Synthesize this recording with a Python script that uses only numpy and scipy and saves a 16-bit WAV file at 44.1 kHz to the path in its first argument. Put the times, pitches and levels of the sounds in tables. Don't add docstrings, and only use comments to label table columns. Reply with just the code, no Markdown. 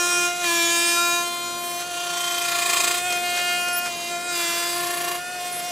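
import sys
import numpy as np
from scipy import signal
from scipy.fft import rfft, irfft
from scipy.io import wavfile
from scipy.ndimage import uniform_filter1d

SR = 44100
rng = np.random.default_rng(int(sys.argv[2]) if len(sys.argv) > 2 else 0)


def amplitude_ratio(level_db):
    exponent = np.asarray(level_db, float) / 20
    return 10 ** exponent


def transcribe(u):
    v = np.clip(np.atleast_2d(u).T, -1, 1)
    q = np.round(v * 32767).astype(np.int16)
    wavfile.write(sys.argv[1], SR, q)


N = 251811
T = np.arange(N) / SR
HZ = np.fft.rfftfreq(N, 1 / SR)

# start [s], unbalance hum [dB over bite], motor whine [dB],
# bright ring [dB over bite].
LEGS = [(0, -9, -34.5, -1), (.28, -9.5, -27.5, -3.5), (.44, -8, -34, -3), (.7, -9, -35.5, -1.5),
        (.95, -11.5, -33.5, -3), (1.24, -10.5, -37.5, -4), (1.62, -10, -35, -2), (1.82, -12.5, -35, -5.5),
        (2.15, -13, -33.5, -9.5), (2.45, -13, -32, -9.5), (3.02, -13, -29, -4), (3.23, -18.5, -31, -9.5),
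        (3.58, -19.5, -32, -7), (3.9, -11.5, -37.5, -7), (4.1, -9.5, -33, -3.5), (4.33, -9.5, -36, -3.5),
        (4.75, -7, -32.5, -15), (5.2, -18.5, -38, -13.5), (5.379, -15.5, -33.5, -2.5)]


def level(x, db):
    return x * amplitude_ratio(db) / np.sqrt(np.mean(x ** 2))


def curves(table):
    s, *columns = np.transpose(table)
    return [np.interp(T, s, c) for c in columns]


def colour(x, points):
    hz, db = np.transpose(points)
    gain_db = np.interp(np.log(HZ + 1), np.log(hz), db)
    return irfft(rfft(x) * amplitude_ratio(gain_db), N)


def band(x, lo_hz, hi_hz):
    return signal.sosfilt(signal.butter(2, [lo_hz, hi_hz], "band", fs=SR, output="sos"), x)


def walk(rate_hz):
    hold = int(SR / rate_hz)
    draws = rng.standard_normal(N // 20 + 1)[:N // hold + 1]
    slewed = uniform_filter1d(uniform_filter1d(np.repeat(draws, hold), hold), hold)
    return 1.9 * slewed[:N]


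def leg_now():
    return np.searchsorted(np.array(LEGS)[1:, 0], T)


def by_leg(values):
    return uniform_filter1d(np.array(values, float)[leg_now()], size=2200, axis=0).T


def spindle():
    # time [s], motor whine at twice the turn [Hz].
    speed = [(0, 702.3), (.43, 701), (.49, 684.3), (.62, 679.5), (.94, 688.7), (1.32, 697), (2.04, 701),
             (2.8, 694.2), (2.93, 702), (3.12, 708.3), (3.85, 706.2), (3.95, 693), (4.12, 695), (4.47, 682),
             (4.8, 699.4), (5.1, 699.7), (5.3, 718.3), (5.71, 707.6)]
    # time [s], bite of the flute [dB].
    load = [(0, -25), (.46, -24), (.94, -23), (1.14, -24.5), (1.3, -30.5), (1.83, -33.5), (2.04, -31.5),
            (2.8, -27.5), (3.1, -29), (3.3, -26.5), (3.53, -25.5), (3.87, -29), (3.95, -35), (4.4, -27.5),
            (4.8, -30), (5.06, -32.5), (5.24, -36), (5.71, -36)]
    # time [s], half length [s], bite change [dB], whine change [Hz].
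    pauses = [(0.362, 0.078, -8, 4), (1.878, 0.038, -2, 8), (3.023, .035, -3.5, 6.5),
              (3.075, 0.0281, 0.5, 13), (3.208, 0.027, -3, -2.5), (4.221, 0.066, -2.5, -0.5),
              (4.28, .09, -1, 16), (5.107, 0.042, 1, 0), (2.8, 0.13, 0.5, 0.5), (5.331, 0.071, 1.5, 1.5),
              (5.42, 0.03005, -0.5, -4), (3.106, .03, -1, 0), (5.6, 0.043, -1, -5)]
    (whine_hz,), (bite_db,) = curves(speed), curves(load)
    pause_db = 0
    for s, half, db, hz in pauses:
        whine_hz = whine_hz + hz * np.exp(-((T - s) / half) ** 2)
        pause_db = pause_db + db * np.exp(-((T - s) / half) ** 4)
    return whine_hz, bite_db + pause_db, pause_db


def judder():
    # time [s], throbs gone by [count], depth [dB].
    shaking_legs = [
        [(1.9, .56, .6), (2.1, 6.85, 1.1), (2.4, 15.43, 1.4), (2.6, 21.23, 2.1), (2.7, 23.97, 2.8),
         (2.9, 29.54, 2.8), (3.0, 32.49, .8)],
        [(4.6, 2.95, .05), (4.75, 7.4, .3), (5.0, 14.63, 2.1), (5.1, 17.45, 2.5), (5.2, 20.19, .8)],
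    ]
    place, depth = np.zeros(N), np.zeros(N)
    for leg in shaking_legs:
        throbs, depth_db = curves(leg)
        on = (T > leg[0][0]) & (T < leg[-1][0])
        place[on] = throbs[on] % 1
        depth[on] = np.maximum(depth_db[on], 0)
    return place, np.abs(uniform_filter1d(depth, 1000))


def answers():
    strong = [(7, 4, 14, 13, 6), (6, 4, 17, 5, 9), (5, 7, 13, 4, 6), (5, 9, 7, 4, 6), (11, 3, 14, 10, 6),
              (3, 12, 9, 5, 8), (3, 9, 15, 4, 14), (9, 10, 4, 6, 14), (9, 4, 10, 14, 8), (9, 10, 7, 8, 14),
              (9, 10, 7, 3, 13), (6, 8, 15, 3, 10), (8, 4, 7, 10, 11), (8, 6, 19, 4, 5), (6, 5, 4, 8, 10),
              (14, 13, 6, 9, 4), (13, 5, 3, 7, 9), (4, 5, 7, 11, 3), (6, 5, 16, 11, 4)]
    strong_db = [5.5, 4, 4, -9, -7]
    faint = [(9, 18, 16, 8, 21), (11, 20, 14, 3, 13), (11, 20, 16, 8, 21), (13, 16, 14, 10, 12),
             (7, 20, 18, 9, 12), (10, 17, 20, 7, 21), (11, 19, 12, 5, 20), (7, 16, 18, 5, 15),
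             (11, 12, 14, 5, 15), (4, 17, 21, 3, 12), (4, 20, 13, 11, 19), (5, 17, 21, 11, 14),
             (5, 13, 15, 3, 14), (11, 13, 14, 3, 15), (7, 13, 21, 3, 17), (5, 21, 10, 7, 20),
             (6, 16, 21, 8, 19), (10, 17, 21, 9, 20), (10, 17, 13, 3, 18)]
    faint_db = [2, 2.5, 4, -2.5, -6]
    pickiness = [0.94, 1.2, 1.03, 1, 1, 0.89, 1.02, 0.78, 1, 0.44, 0.87, 1.08, 1.2, 1.34, 1.15, .9, .8, 1.8,
                 0.63]
    out = np.zeros((len(LEGS), 45))
    for multiples, db in [(faint, faint_db), (strong, strong_db)]:
        np.put_along_axis(out, np.array(multiples, int), np.array([db]), axis=1)
    return out * np.array(pickiness)[:, None]


def throb_shape(fall, skew):
    sides = np.arange(-7, 8)
    first, higher = np.abs(sides) == 1, np.abs(sides) > 1
    size = amplitude_ratio(np.where(higher, 3.4, 1.5) * rng.standard_normal(len(sides)))
    timing = np.exp(np.where(higher, 1.3j, .6j) * rng.standard_normal(len(sides)))
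    quick_rise = np.exp(.55j * (sides - np.sign(sides)))
    weights = size * timing * quick_rise * amplitude_ratio(skew * np.sign(sides) - fall * (np.abs(sides) + 1))
    cycle = np.exp(2j * np.pi * np.outer(sides, np.arange(256) / 256))
    return (weights * first) @ cycle, (weights * higher) @ cycle


def cutter(turn, bite_db, pause_db, place, depth_db):
    # multiple of the turn, level as the whole sheet answers [dB].
    whole_sheet = [(3, -9.5), (4, -7.5), (5, -12.5), (6, -13.5), (7, -7.5), (8, -10.5), (9, -12),
                   (10, -13.5), (11, -13), (12, -16.5), (13, -17), (14, -15)]
    # frequency [Hz], level [dB].
    bright_ring = [(5000, -2), (7000, 0.5), (9000, 1), (10500, -13), (12500, -21), (15800, -11)]
    # time [s], half length [s], centre [Hz], half width [Hz], lift of the ring [dB].
    squeals = [(0.932, 0.093, 8750, 500, 4.5), (1.164, 0.081, 6900, 251.5, 4.5),
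               (0.745, 0.25, 6900, 200, 2), (3.024, 0.04, 9900, 797, 21), (3.745, 0.026, 10800, 700, 27.5),
               (3.78, .025, 14100, 895, 35), (3.785, 0.021, 10900, 700, 23), (5.54, 0.028, 10370, 997, 22),
               (5.584, 0.031, 10940, 1124, 33), (5.687, 0.052, 5600, 299, 6),
               (2.806, 0.32, 7940, 604, 16.5)]
    _, hum_db, whine_db, ring_db = by_leg(LEGS)
    legs = answers()
    legs[:, 3:15] += np.transpose(whole_sheet)[1]
    legs[:, 3:15] -= 10 * np.log10(np.sum(amplitude_ratio(legs[:, 3:15]) ** 2, axis=1, keepdims=True))
    s, half, hz, width, lift_db = np.array(squeals).T[:, :, None]
    squealing = lift_db * np.clip(2 - 2 * np.abs(T - s) / half / 1.03, 0, 1)
    flutter_db = 1 + 2.2 * np.exp(-((T - 3.1) / .08) ** 2)
    step = (place * 255).astype(int)
    out = 0
    for k in range(1, 45):
        if k == 1:
            db = bite_db + hum_db + 0.71 * walk(15)
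            give = .04 * depth_db ** 2
        elif k == 2:
            db = whine_db + 0.66 * pause_db + 0.71 * walk(15)
            give = .07 * depth_db ** 2
        elif k < 15:
            db = bite_db - .6 + by_leg(legs[:, k]) + 1.16 * walk(4.954) + flutter_db * walk(30.02)
            give = 0.25 * np.sqrt(depth_db)
        else:
            ring_shape_db = np.interp(350 * k, *np.transpose(bright_ring))
            db = bite_db + ring_db + by_leg(legs[:, k]) - 15.0 + ring_shape_db
            db = db + 1.7 * walk(9) + 1.9 * walk(40)
            db = db + np.exp(-((350 * k - hz[:, 0]) / width[:, 0]) ** 2) @ squealing
            give = 0.21 * np.sqrt(depth_db)
        give = give * (1.5 if k % 2 else .75)
        first, higher = throb_shape(fall=2.8, skew=4.6)
        throb = 1 + give * first[step] + 2.03 * give ** 2 * higher[step]
        throb = throb / np.sqrt(1 + 1.3 * give ** 2)
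        phase = k * turn + 2 * np.pi * rng.random() + 0.2 * walk(30)
        out = out + amplitude_ratio(db) * np.imag(throb * np.exp(1j * phase))
    return np.sqrt(2) * out


def sheet(x):
    leg, out = leg_now(), 0
    for k in range(len(LEGS)):
        ring = rng.standard_normal(1024) * np.exp(-np.arange(1024) / 260.)
        share = np.sqrt(np.abs(uniform_filter1d(1. * (leg == k), 3000)))
        out = out + signal.oaconvolve(x * share, ring / np.sqrt(np.sum(ring ** 2)))[:N]
    return out


def chips(turn, bite_db, shake_db):
    # scrape [dB over bite], brightness [dB].
    scrape_legs = [(-8, -5.5), (-5, -5), (-11, 4), (-13.5, 6.5), (-13.5, 5.5), (-17, 11), (-9, 6.5),
                   (-6, -3), (-4, -2.5), (-4, -2.5), (-8.5, 1.5), (-9.5, -1.5), (-13.5, 4), (-4, -4),
                   (-7, -5), (-7, 3), (-6, 3), (-2, -16), (-5, 1.5)]
    # low edge [Hz], high edge [Hz], level [dB], share of the brightness [factor].
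    scrape_bands = [
        (850, 4300, -4.5, 0.35),
        (3830, 10600, 0, 0.18),
        (8150, 14000, -2.5, 1),
    ]
    # time [s], length [s], level [dB].
    jams = [(0.444, 0.0042, -25), (1.813, 0.024, -34), (3.06, .012, -38), (3.107, 0.0049, -28),
            (3.128, 0.0064, -25.5), (3.381, 0.036, -29), (3.687, 0.0038, -27), (3.868, 0.018, -30),
            (5.602, .012, -35)]
    puff = 1 + 0.88 * np.cos(turn)
    sizes = amplitude_ratio(1.47 * rng.exponential(size=N))
    out = 0
    scrape_db, bright_db = by_leg(scrape_legs)
    for lo, hi, own_db, share in scrape_bands:
        db = bite_db + scrape_db + own_db + share * bright_db
        scrape = level(band(rng.standard_normal(N) * sizes, lo, hi) * puff, 0)
        out = out + scrape * amplitude_ratio(db - 1.48 + 1.4 * shake_db + 0.28 * walk(42))
    out = 0.82 * out + 1.116 * sheet(out)
    rattle = level(band(rng.standard_normal(N), 440, 8700), 0)
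    for s, length, db in jams:
        out = out + rattle * amplitude_ratio(db) * np.exp(-((T - s) / length) ** 2)
    drum = level(band(rng.standard_normal(N), 570, 1850), -17.5)
    drum = drum * amplitude_ratio(bite_db + scrape_db + 1.2 * shake_db)
    return out + drum


def hand_bump():
    return level(band(rng.standard_normal(N), 30.2, 72.7), -64) * np.exp(-((T - 5.1) / .15) ** 2)


def extractor():
    # frequency [Hz], air roar [dB per Hz].
    air = [(25, -54), (60, -5.5), (120, -2.5), (170, -0.5), (210, 0), (300, 5.5), (500, 6.5), (700, 6),
           (900, -1), (2500, -3.5), (6000, -20), (10000, -6.5), (15800, -14)]
    # centre [Hz], width [Hz], level [dB].
    fan = [
        (120.4, 6, -64),
        (168.3, 16.4, -56.5),
    ]
    out = level(colour(rng.standard_normal(N), air), -43.0) * amplitude_ratio(0.96 * walk(3.17))
    for hz, width, db in fan:
        out = out + level(band(rng.standard_normal(N), hz - width / 2, hz + width / 2), db)
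    return out


def feed_motor():
    # start [s], end [s], start pitch [Hz], end pitch [Hz], level [dB].
    driven = [
        (0.47, 1.799, 244, 245, -61),
        (3.097, 4.25, 232.8, 237.4, -60.5),
    ]
    out = 0
    for start, end, hz_0, hz_1, db in driven:
        on = np.clip(np.minimum(T - start, end - T) / 0.025, 0, 1)
        phase = 2 * np.pi * np.cumsum(np.interp(T, [start, end], [hz_0, hz_1])) / SR
        out = out + on * amplitude_ratio(db + 10.0 + 0.5 * walk(10.0)) * np.sin(phase)
    return out


def room(mid):
    # frequency [Hz], reflected level [dB].
    reflected = [(60, -26), (380, -14.0), (1300, -17), (2400, -16.5), (4400, -15.5),
                 (5500, -32), (7000, -14.0), (8000, -33), (12000, -19)]
    walls = rng.standard_normal(12000) * np.exp(-np.arange(12000) / 4700.0)
    side = signal.fftconvolve(mid, walls / np.sqrt(np.sum(walls ** 2)))[:N]
    side = colour(side, reflected)
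    return side + amplitude_ratio(-15.5) * band(mid, 600, 1700) + amplitude_ratio(-16) * band(mid, 230, 470)


def scene():
    # frequency [Hz], cancelling by the hood [dB].
    hollow = [(740, -0.5), (845, -5), (970, 0)]
    whine_hz, bite_db, pause_db = spindle()
    wobble = 1 + 0.00018 * walk(40) + 0.001114 * walk(300)
    turn = np.pi * np.cumsum(whine_hz * wobble) / SR
    place, depth_db = judder()
    shake_db = depth_db * np.cos(2 * np.pi * place)
    tone = cutter(turn, bite_db, pause_db, place, depth_db)
    scrape = chips(turn, bite_db + depth_db, shake_db)
    mid = colour(tone + scrape + hand_bump() + extractor() + feed_motor(), hollow)
    side = room(mid)
    return np.array([mid + side, mid - side])


def top_cut(x):
    return signal.sosfilt(signal.butter(12, 16110, fs=SR, output="sos"), x)


def record(dry):
    treble_hz, port_lag, top_hz = 7900, 14, 15720
    lead = np.exp(2j * np.pi * np.maximum(HZ - treble_hz, 0) * port_lag / SR)
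    rounded = 0.72 * np.tanh(dry / 0.67)
    ports = np.array([lead ** 0, lead])
    mix = irfft(rfft(rounded) * ports * (HZ < top_hz), N)
    return top_cut(mix)


dry = scene()
out = record(dry)
transcribe(out)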